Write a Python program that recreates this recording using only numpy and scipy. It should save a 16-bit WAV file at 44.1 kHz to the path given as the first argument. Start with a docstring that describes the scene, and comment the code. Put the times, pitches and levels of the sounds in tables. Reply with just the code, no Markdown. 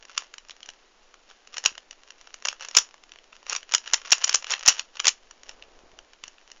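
"""Light plastic ticks and one sharp snap, then quickening flurries: a puzzle cube twisted by hand,
close to a small microphone in a furnished room. Pieces tick and scrape past each other, then each
layer snaps home and rings the hollow cube. Near the end the hands shift their grip in a pause.
Faint hiss lies behind it all; the narrow-band recorder overloads on the hardest snaps."""
import sys
import numpy as np
from scipy import signal
from scipy.fft import rfft, irfft
from scipy.io import wavfile
from scipy.ndimage import uniform_filter1d, minimum_filter1d

SR = 44100
rng = np.random.default_rng(int(sys.argv[2]) if len(sys.argv) > 2 else 0)


def put_to_file(sound):
    """Save the sound as 16-bit audio at rate SR, in the file named by the first command-line argument."""
    columns = np.atleast_2d(sound).T  # one column per channel
    safe = np.clip(columns, -1, 1)
    whole_steps = np.round(safe * 32767)
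    wavfile.write(sys.argv[1], SR, whole_steps.astype(np.int16))


N = 291048
BAND_HZ = 7092  # upper edge of the recorder's narrow band
HIT_S = .003  # a hit's level is its rms with all the energy packed into this time


# Pieces colliding, close to the microphone: t/s, level/dB, body/dB, brightness/dB
COLLISIONS = [(.052, -42, 1, 3), (.0959, -41, 10, 2.5), (0.1777, -16, -3.5, 3.5), (0.2218, -42.5, 15, -2),
              (.3397, -35, -1.5, -2), (.3819, -35, -8.5, -2), (.486, -46, -5, 8), (.508, -35.5, -26, -11.5),
              (0.6301, -36, -19, -6), (0.6608, -43, -24, 8), (0.689, -32.5, -2.5, 1),
              (0.7017, -43, -14, -2), (1.1415, -44, 6.5, 0.5), (1.312, -44.5, 8, 0), (1.4737, -42.5, -1, 3),
              (1.5419, -35, -3, -4), (1.5689, -28, -4, -2), (1.5813, -24, 0.5, 9.5), (1.64, -29, 1, 8),
              (1.6521, -22, 4, 12), (1.6595, -8, -8, 3), (1.753, -40.5, 6.5, 2), (1.779, -33, -1, -2),
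              (1.91, -35, -7, 1), (2.1053, -37.5, -6.5, -1), (2.2122, -44, -4, 1), (2.273, -41.5, 8.5, 4),
              (2.342, -33, -1, 4), (2.4235, -40, 6.5, 3), (2.4516, -22, -3, 3), (2.4548, -20.5, 5.5, 7.5),
              (2.4714, -27, 8, 13.5), (2.4853, -17, -8.5, 1), (2.528, -33.5, 8, 2.5), (2.6088, -34, 8.5, 8),
              (2.6237, -34, 2, 4), (2.6491, -32.5, 1, 3), (2.686, -30.5, 2, 9), (2.712, -36, 0, 4),
              (2.75, -18.5, -6, 2.5), (2.7682, 1, 2, 13.5), (2.7732, -12.5, -6, 5), (2.7852, -10, -12, 1.5),
              (2.942, -42.5, 9, 2), (3.037, -44.5, 0, 0), (3.1192, -39, -11, -5), (3.159, -44, 2, -9),
              (3.187, -45, -7, -13), (3.3291, -42, -2.5, -18), (3.429, -47.5, 7, -1), (3.4663, -36, 3, 0.5),
              (3.4969, -22, -3, 11.5), (3.5246, -26, 8, 9), (3.5294, -21.5, 0, 7), (3.5505, -24, -1, 1),
              (3.5629, -21, -3.5, 6), (3.63, -39, -2, -5), (3.7212, -26, -10, 1),
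              (3.7381, -14.5, -4.5, 0.5), (3.7481, -8.5, -3, 8), (3.781, -29, -16, -1),
              (3.876, -28.5, -2.5, -1.5), (3.9353, -10.5, -2, 7), (3.9415, -12.5, -6, 3),
              (4.0165, -40, 2, 0), (4.051, -35.5, 3, -5), (4.1064, -26, 0, 13), (4.1186, -11, -18, 0),
              (4.1227, -4, -2.5, 9.5), (4.13, -10, -10, -5), (4.1817, -32.5, 7, 14), (4.218, -40, -5, 5),
              (4.241, -15.5, -4.5, 5.5), (4.244, -12.5, -2, 18), (4.278, -23, 0, 8),
              (4.294, -15.5, -6.5, 4), (4.328, -24.5, -5.5, 4), (4.3433, -15, -3, 6.5), (4.346, -11, 2, 15),
              (4.3558, -15.5, -1.5, 17), (4.4246, -36, 4, 3), (4.444, -29, -2.5, -2),
              (4.468, -31.5, -4.5, -3), (4.5062, -22, 4, 13.5), (4.5133, -22.5, -14, -4),
              (4.5191, -18.5, -1, 10), (4.537, -17.5, -9, -11.5), (4.594, -35, -1.5, 7), (4.633, -33, 4, 4),
              (4.6615, -17.5, -14, 16), (4.678, -5, 3, 20), (4.683, 1, -3, 10), (4.6917, -12, -6, 12),
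              (4.696, -18, -14, 5), (4.7943, -20, -16, -4.5), (4.97, -37, -8, -2), (4.9953, -27, -22, -18),
              (5, -18.5, -0.5, 1.5), (5.0447, -23.5, -5, -4), (5.0548, -17, -1.5, 4),
              (5.0687, -10.5, -7, 2.5), (5.0793, -9.5, -4.5, 8.5), (5.0828, -11, -11, 5.5),
              (5.0899, -17, -18, -0.5), (5.3103, -39, 4.5, 5.5), (5.4335, -41.5, 0.5, 4),
              (5.4927, -33, 0, 5.5), (5.624, -38, -14.5, -14.5), (5.9888, -38, 3.5, 1),
              (6.238, -31, -5, -1.5), (6.28, -36.5, 1, 10), (6.383, -49, -8, -20.5), (6.5165, -38, -5, 5.5)]

def clicks(lead_s=.008, chatter_s=.0007, medium_db=-30, size=2048):
    """Pieces scrape for a moment, collide and chatter; each collision rings a slightly different piece."""
    t = np.arange(size) / SR - lead_s
    hz = np.fft.rfftfreq(size, 1 / SR)
    impact = round(lead_s * SR)
    body_band = 1 / (1 + (hz / 2100) ** 6)
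    bright_band = 1 - 1 / (1 + (hz / 4400) ** 10)
    scrape = .11 * np.exp(-abs(t) / .0025)
    fade = np.hanning(2 * size)[size:]
    fade /= fade[impact]
    out = np.zeros(N)
    for s, db, body_db, bright_db in COLLISIONS:
        # harder blows chatter for longer
        age = np.maximum(t, 0) / (chatter_s * np.exp(.018 * (db - medium_db)))
        contacts = rng.standard_normal(size) * (scrape + age * np.exp(1 - age))
        contacts[impact] += 2  # the first hard contact
        force = rfft(contacts)
        # chatter ripples the spectrum without tilting it
        tilt = np.sqrt(uniform_filter1d(abs(force) ** 2, size=70))
        tone = amp(body_db * body_band + bright_db * bright_band)
        ring = force * causal(hollow_piece(hz, pitch_spread=.023) / tilt * tone)
        energy = 2 * np.sum(abs(ring[hz < BAND_HZ]) ** 2) / size
        add(out, s - lead_s, amp(db) * fade * irfft(ring) * np.sqrt(HIT_S * SR / energy))
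    return out


# The dry crack of plastic on plastic: f/Hz, relative level/dB
CRACK_SPECTRUM = [(40, -48.5), (200, -34), (330, -20.5), (460, -9.5), (650, -8), (1100, -1), (2200, -5),
                  (4300, -6), (7200, -3.5)]
# Ringing of the hollow pieces: f/Hz, width/Hz, level over the crack/dB
PIECE_MODES = [(540, 33, 3), (1690, 470, 1), (2863, 396, 10), (5614, 180, 8), (6820, 240, -0.5)]

def hollow_piece(hz, pitch_spread, uneven_db=2):
    """Gain of one piece: a broad crack plus modes whose pitch and strength vary from strike to strike."""
    power = np.ones(len(hz))
    chance = np.clip(rng.standard_normal((len(PIECE_MODES), 2)), -2, 2)
    for (mode_hz, width_hz, db), (shift, strength) in zip(PIECE_MODES, chance):
        offset_hz = hz - mode_hz * (1 + pitch_spread * shift)
        power += amp(db + uneven_db * strength) ** 2 / (1 + (2 * offset_hz / width_hz) ** 2)
    return amp(at_hz(CRACK_SPECTRUM, hz)) * np.sqrt(power)


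# Layers turning, face sliding on face: t/s, length/s, relative level/dB
LAYER_TURNS = [(0.093, 0.12, -54.5), (0.155, 0.065, -48.5), (0.636, 0.064, -68), (1.301, 0.012, -53.5),
               (1.542, 0.027, -44.5), (1.656, 0.0098, -34.5), (2.198, 0.1, -63), (2.457, 0.061, -48),
               (2.616, 0.033, -43.5), (2.757, 0.044, -38.5), (3.334, 0.016, -55), (3.505, 0.041, -35),
               (3.723, 0.012, -38), (3.857, 0.12, -45), (4.062, .11, -41), (4.219, 0.14, -37.5),
               (4.497, 0.044, -31.5), (4.663, 0.037, -28), (4.757, 0.047, -43.5), (4.955, 0.046, -48),
               (5.055, 0.018, -33), (5.476, 0.017, -49), (6.235, 0.064, -60)]

def sliding(attack_db_per_s=800.5, release_db_per_s=400.5, slope_db=-.5, creep_db=-68):
    """Faces scrape and corners catch as a layer turns; between turns the faces creep faintly."""
    t = np.arange(N) / SR
    power = np.zeros(N)
    for start, length, db in LAYER_TURNS:
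        attack_db = attack_db_per_s * np.maximum(start - t, 0)
        release_db = release_db_per_s * np.maximum(t - start - length, 0)
        progress = np.clip((t - start) / length, 0, 1)
        turn_db = db + slope_db * (progress - .5) - attack_db - release_db
        power += amp(np.maximum(turn_db, -150)) ** 2
    friction = np.sqrt(power)
    scrape = (amp(-2) * friction + amp(creep_db)) * rattle(per_s=700, uneven_db=7)
    catches = amp(-6) * friction * rattle(per_s=85, uneven_db=1.5)
    return scrape + catches


def rattle(per_s, uneven_db, pieces=6, size=2048):
    """Random tiny catches of uneven strength, shared among several pieces; rms 1."""
    caught = rng.random(N) < per_s / SR
    strength = amp(uneven_db * np.minimum(rng.exponential(1, N), 2.5))
    catches = caught * strength * rng.choice([-1, 1], N)
    piece = rng.integers(0, pieces, N)
    hz = np.fft.rfftfreq(size, 1 / SR)
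    out = np.zeros(N)
    for k in range(pieces):
        gain = hollow_piece(hz, pitch_spread=.029) / (1 + (hz / BAND_HZ) ** 20)
        out += signal.oaconvolve(catches * (piece == k), irfft(causal(gain)))[:N]
    return unit_rms(out)


# How hard the fingers jostle the cube: t/s, relative level/dB
JOSTLING = [(0, 4.5), (.65, 8), (.85, -24), (1.4, -5.5), (2.7, 1.5), (3.2, 5), (4.5, 13), (5.2, -4.5),
            (6.6, -2)]

def loose_pieces():
    """Loose pieces tick faintly as the fingers jostle them."""
    return amp(-63) * envelope(JOSTLING) * rattle(per_s=28, uneven_db=6)


# Short dull thuds under the hardest, overloading snaps and as the grip shifts: t/s, level/dB
LOW_THUDS = [(0.686, -58), (1.659, -44), (1.717, -51.5), (2.772, -41), (3.741, -50), (4.121, -46),
             (4.6797, -33), (5.836, -49.5), (5.933, -53.5), (6.237, -52), (6.279, -57)]
# Their dull tone: f/Hz, relative level/dB
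THUD_SPECTRUM = [(25, -9), (60, 2), (110, -11), (190, -4), (330, -0.5), (600, -9), (2000, -39.5),
                 (7000, -64)]

def thuds(size=4096):
    """Each thud is one short low pulse with no ring."""
    hz = np.fft.rfftfreq(size, 1 / SR)
    pulse = irfft(causal(amp(at_hz(THUD_SPECTRUM, hz))))
    pulse *= np.sqrt(HIT_S * SR / np.sum(pulse ** 2))
    out = np.zeros(N)
    for s, db in LOW_THUDS:
        add(out, s, amp(db) * pulse)
    return out


# Hands and sleeves moving near the microphone: t/s, level/dB
GRIP_LEVEL = [(0, -77.5), (5.35, -69), (5.5, -56), (5.65, -57), (5.85, -57.5), (6.0, -60), (6.3, -84),
              (6.6, -92)]
# Their soft rustle: f/Hz, relative level/dB
RUSTLE_SPECTRUM = [(20, 5), (65, -9.5), (100, -20.5), (160, -24.5), (300, -11.5), (600, -8.5),
                   (1100, -16.5), (2500, -29.5), (7000, -49.5)]

def grip_rustle():
    """Hands and sleeves rub softly as the grip shifts."""
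    return envelope(GRIP_LEVEL) * noise(RUSTLE_SPECTRUM)


def room(sound, patterns=4):
    """The cube moves in the hands, so its echoes drift through several patterns, once round a second."""
    t = np.arange(N) / SR
    out = np.zeros(N)
    for k in range(patterns):
        share = np.maximum(np.cos(2 * np.pi * (t - k / patterns)), 0)
        out += signal.oaconvolve(sound * share, echoes())[:N]
    return out


# The furnished room around the microphone: f/Hz, reverberation time/s
ROOM_DECAY = [(200, 0.097), (1000, 0.15), (3000, 0.13), (7000, 0.14)]

def echoes(tail_db=-15, near_db=-19, first_s=.0026, near_decay_s=.0039, per_s=3000, size=16384):
    """Quick scatter from hands and bedding close by, then a short tail from the walls."""
    t = np.arange(size) / SR
    arrivals = rng.standard_normal((2, size)) * (rng.random((2, size)) < per_s / SR)
    walls, near = arrivals * (t > first_s)
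    hz, when, spectra = signal.stft(walls, SR, nperseg=256)
    decay = amp(-60 * when / at_hz(ROOM_DECAY, hz)[:, None])
    tail = signal.istft(spectra * decay, SR, nperseg=256)[1][:size]
    near *= np.exp(-t / near_decay_s)
    return amp(tail_db) * tail / np.linalg.norm(tail) + amp(near_db) * near / np.linalg.norm(near)


# Room tone and the microphone's own noise: f/Hz, relative level/dB
HISS_SPECTRUM = [(20, 21), (45, -5), (65, -11.5), (105, -29), (170, -4), (400, 4.5), (650, 4.5),
                 (1100, 1.5), (2000, -1), (4400, -4.5), (6000, -5.5), (7200, -5.5)]

def hiss(level_db=-58):
    """Room air and microphone hiss, steady behind the cube."""
    return amp(level_db) * noise(HISS_SPECTRUM)


def amp(db):
    """Decibels to gain."""
    return 10 ** (np.asarray(db) / 20)


def unit_rms(x):
    """Scales to an rms of 1."""
    return x / np.sqrt(np.mean(x ** 2) + 1e-20)


def at_hz(points, hz):
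    """Interpolates a table on a log-frequency axis."""
    f, value = np.transpose(points)
    return np.interp(np.log(hz + 1), np.log(f + 1), value)


def envelope(curve):
    """A curve of t/s, level/dB as a gain for every sample."""
    return amp(np.interp(np.arange(N) / SR, *np.transpose(curve)))


def add(mix, s, sound):
    """Adds a sound to the mix at s seconds."""
    part = mix[max(round(s * SR), 0):][:len(sound)]
    part += sound[:len(part)]


def causal(gain):
    """The minimum-phase response with this gain: sharp start, then ringing."""
    log_gain = np.log(np.maximum(gain, 1e-5))
    mirrored = np.concatenate([log_gain, log_gain[-2:0:-1]])
    return np.exp(np.conj(signal.hilbert(mirrored)))[:len(gain)]


def noise(spectrum):
    """Steady noise of rms 1 with a given colour."""
    colour = amp(at_hz(spectrum, np.fft.rfftfreq(N, 1 / SR)))
    return unit_rms(irfft(rfft(rng.standard_normal(N)) * colour, N))


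def scene():
    """At one microphone: the cube and hands close up, the room and hiss behind."""
    direct = clicks() + sliding() + loose_pieces() + thuds()
    return (direct + room(direct) + grip_rustle() + hiss())[None]


def limiter(x, ceiling=.93, size=25):
    """Pulls the gain down for about a millisecond around any peak over the ceiling."""
    gain = np.minimum(1, ceiling / (abs(x) + 1e-9))
    return x * uniform_filter1d(minimum_filter1d(gain, size), size)


def record(dry, clip_at=.76, top_hz=16300):
    """A narrow band with a faint leak above, a fast limiter, and clipping that splashes treble on snaps."""
    hz = np.fft.rfftfreq(N, 1 / SR)
    band = 1 / np.sqrt(1 + (hz / BAND_HZ) ** 110)
    leak = amp(-42) / (1 + (hz / 9300) ** 60)
    narrow = irfft(rfft(dry) * (band + leak), N)
    clipped = np.clip(limiter(narrow), -clip_at, clip_at)
    lowpass = signal.firwin(255, top_hz, window=("kaiser", 9), fs=SR)
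    return signal.oaconvolve(clipped, lowpass[None], "same")


dry = scene()
out = record(dry)
put_to_file(out)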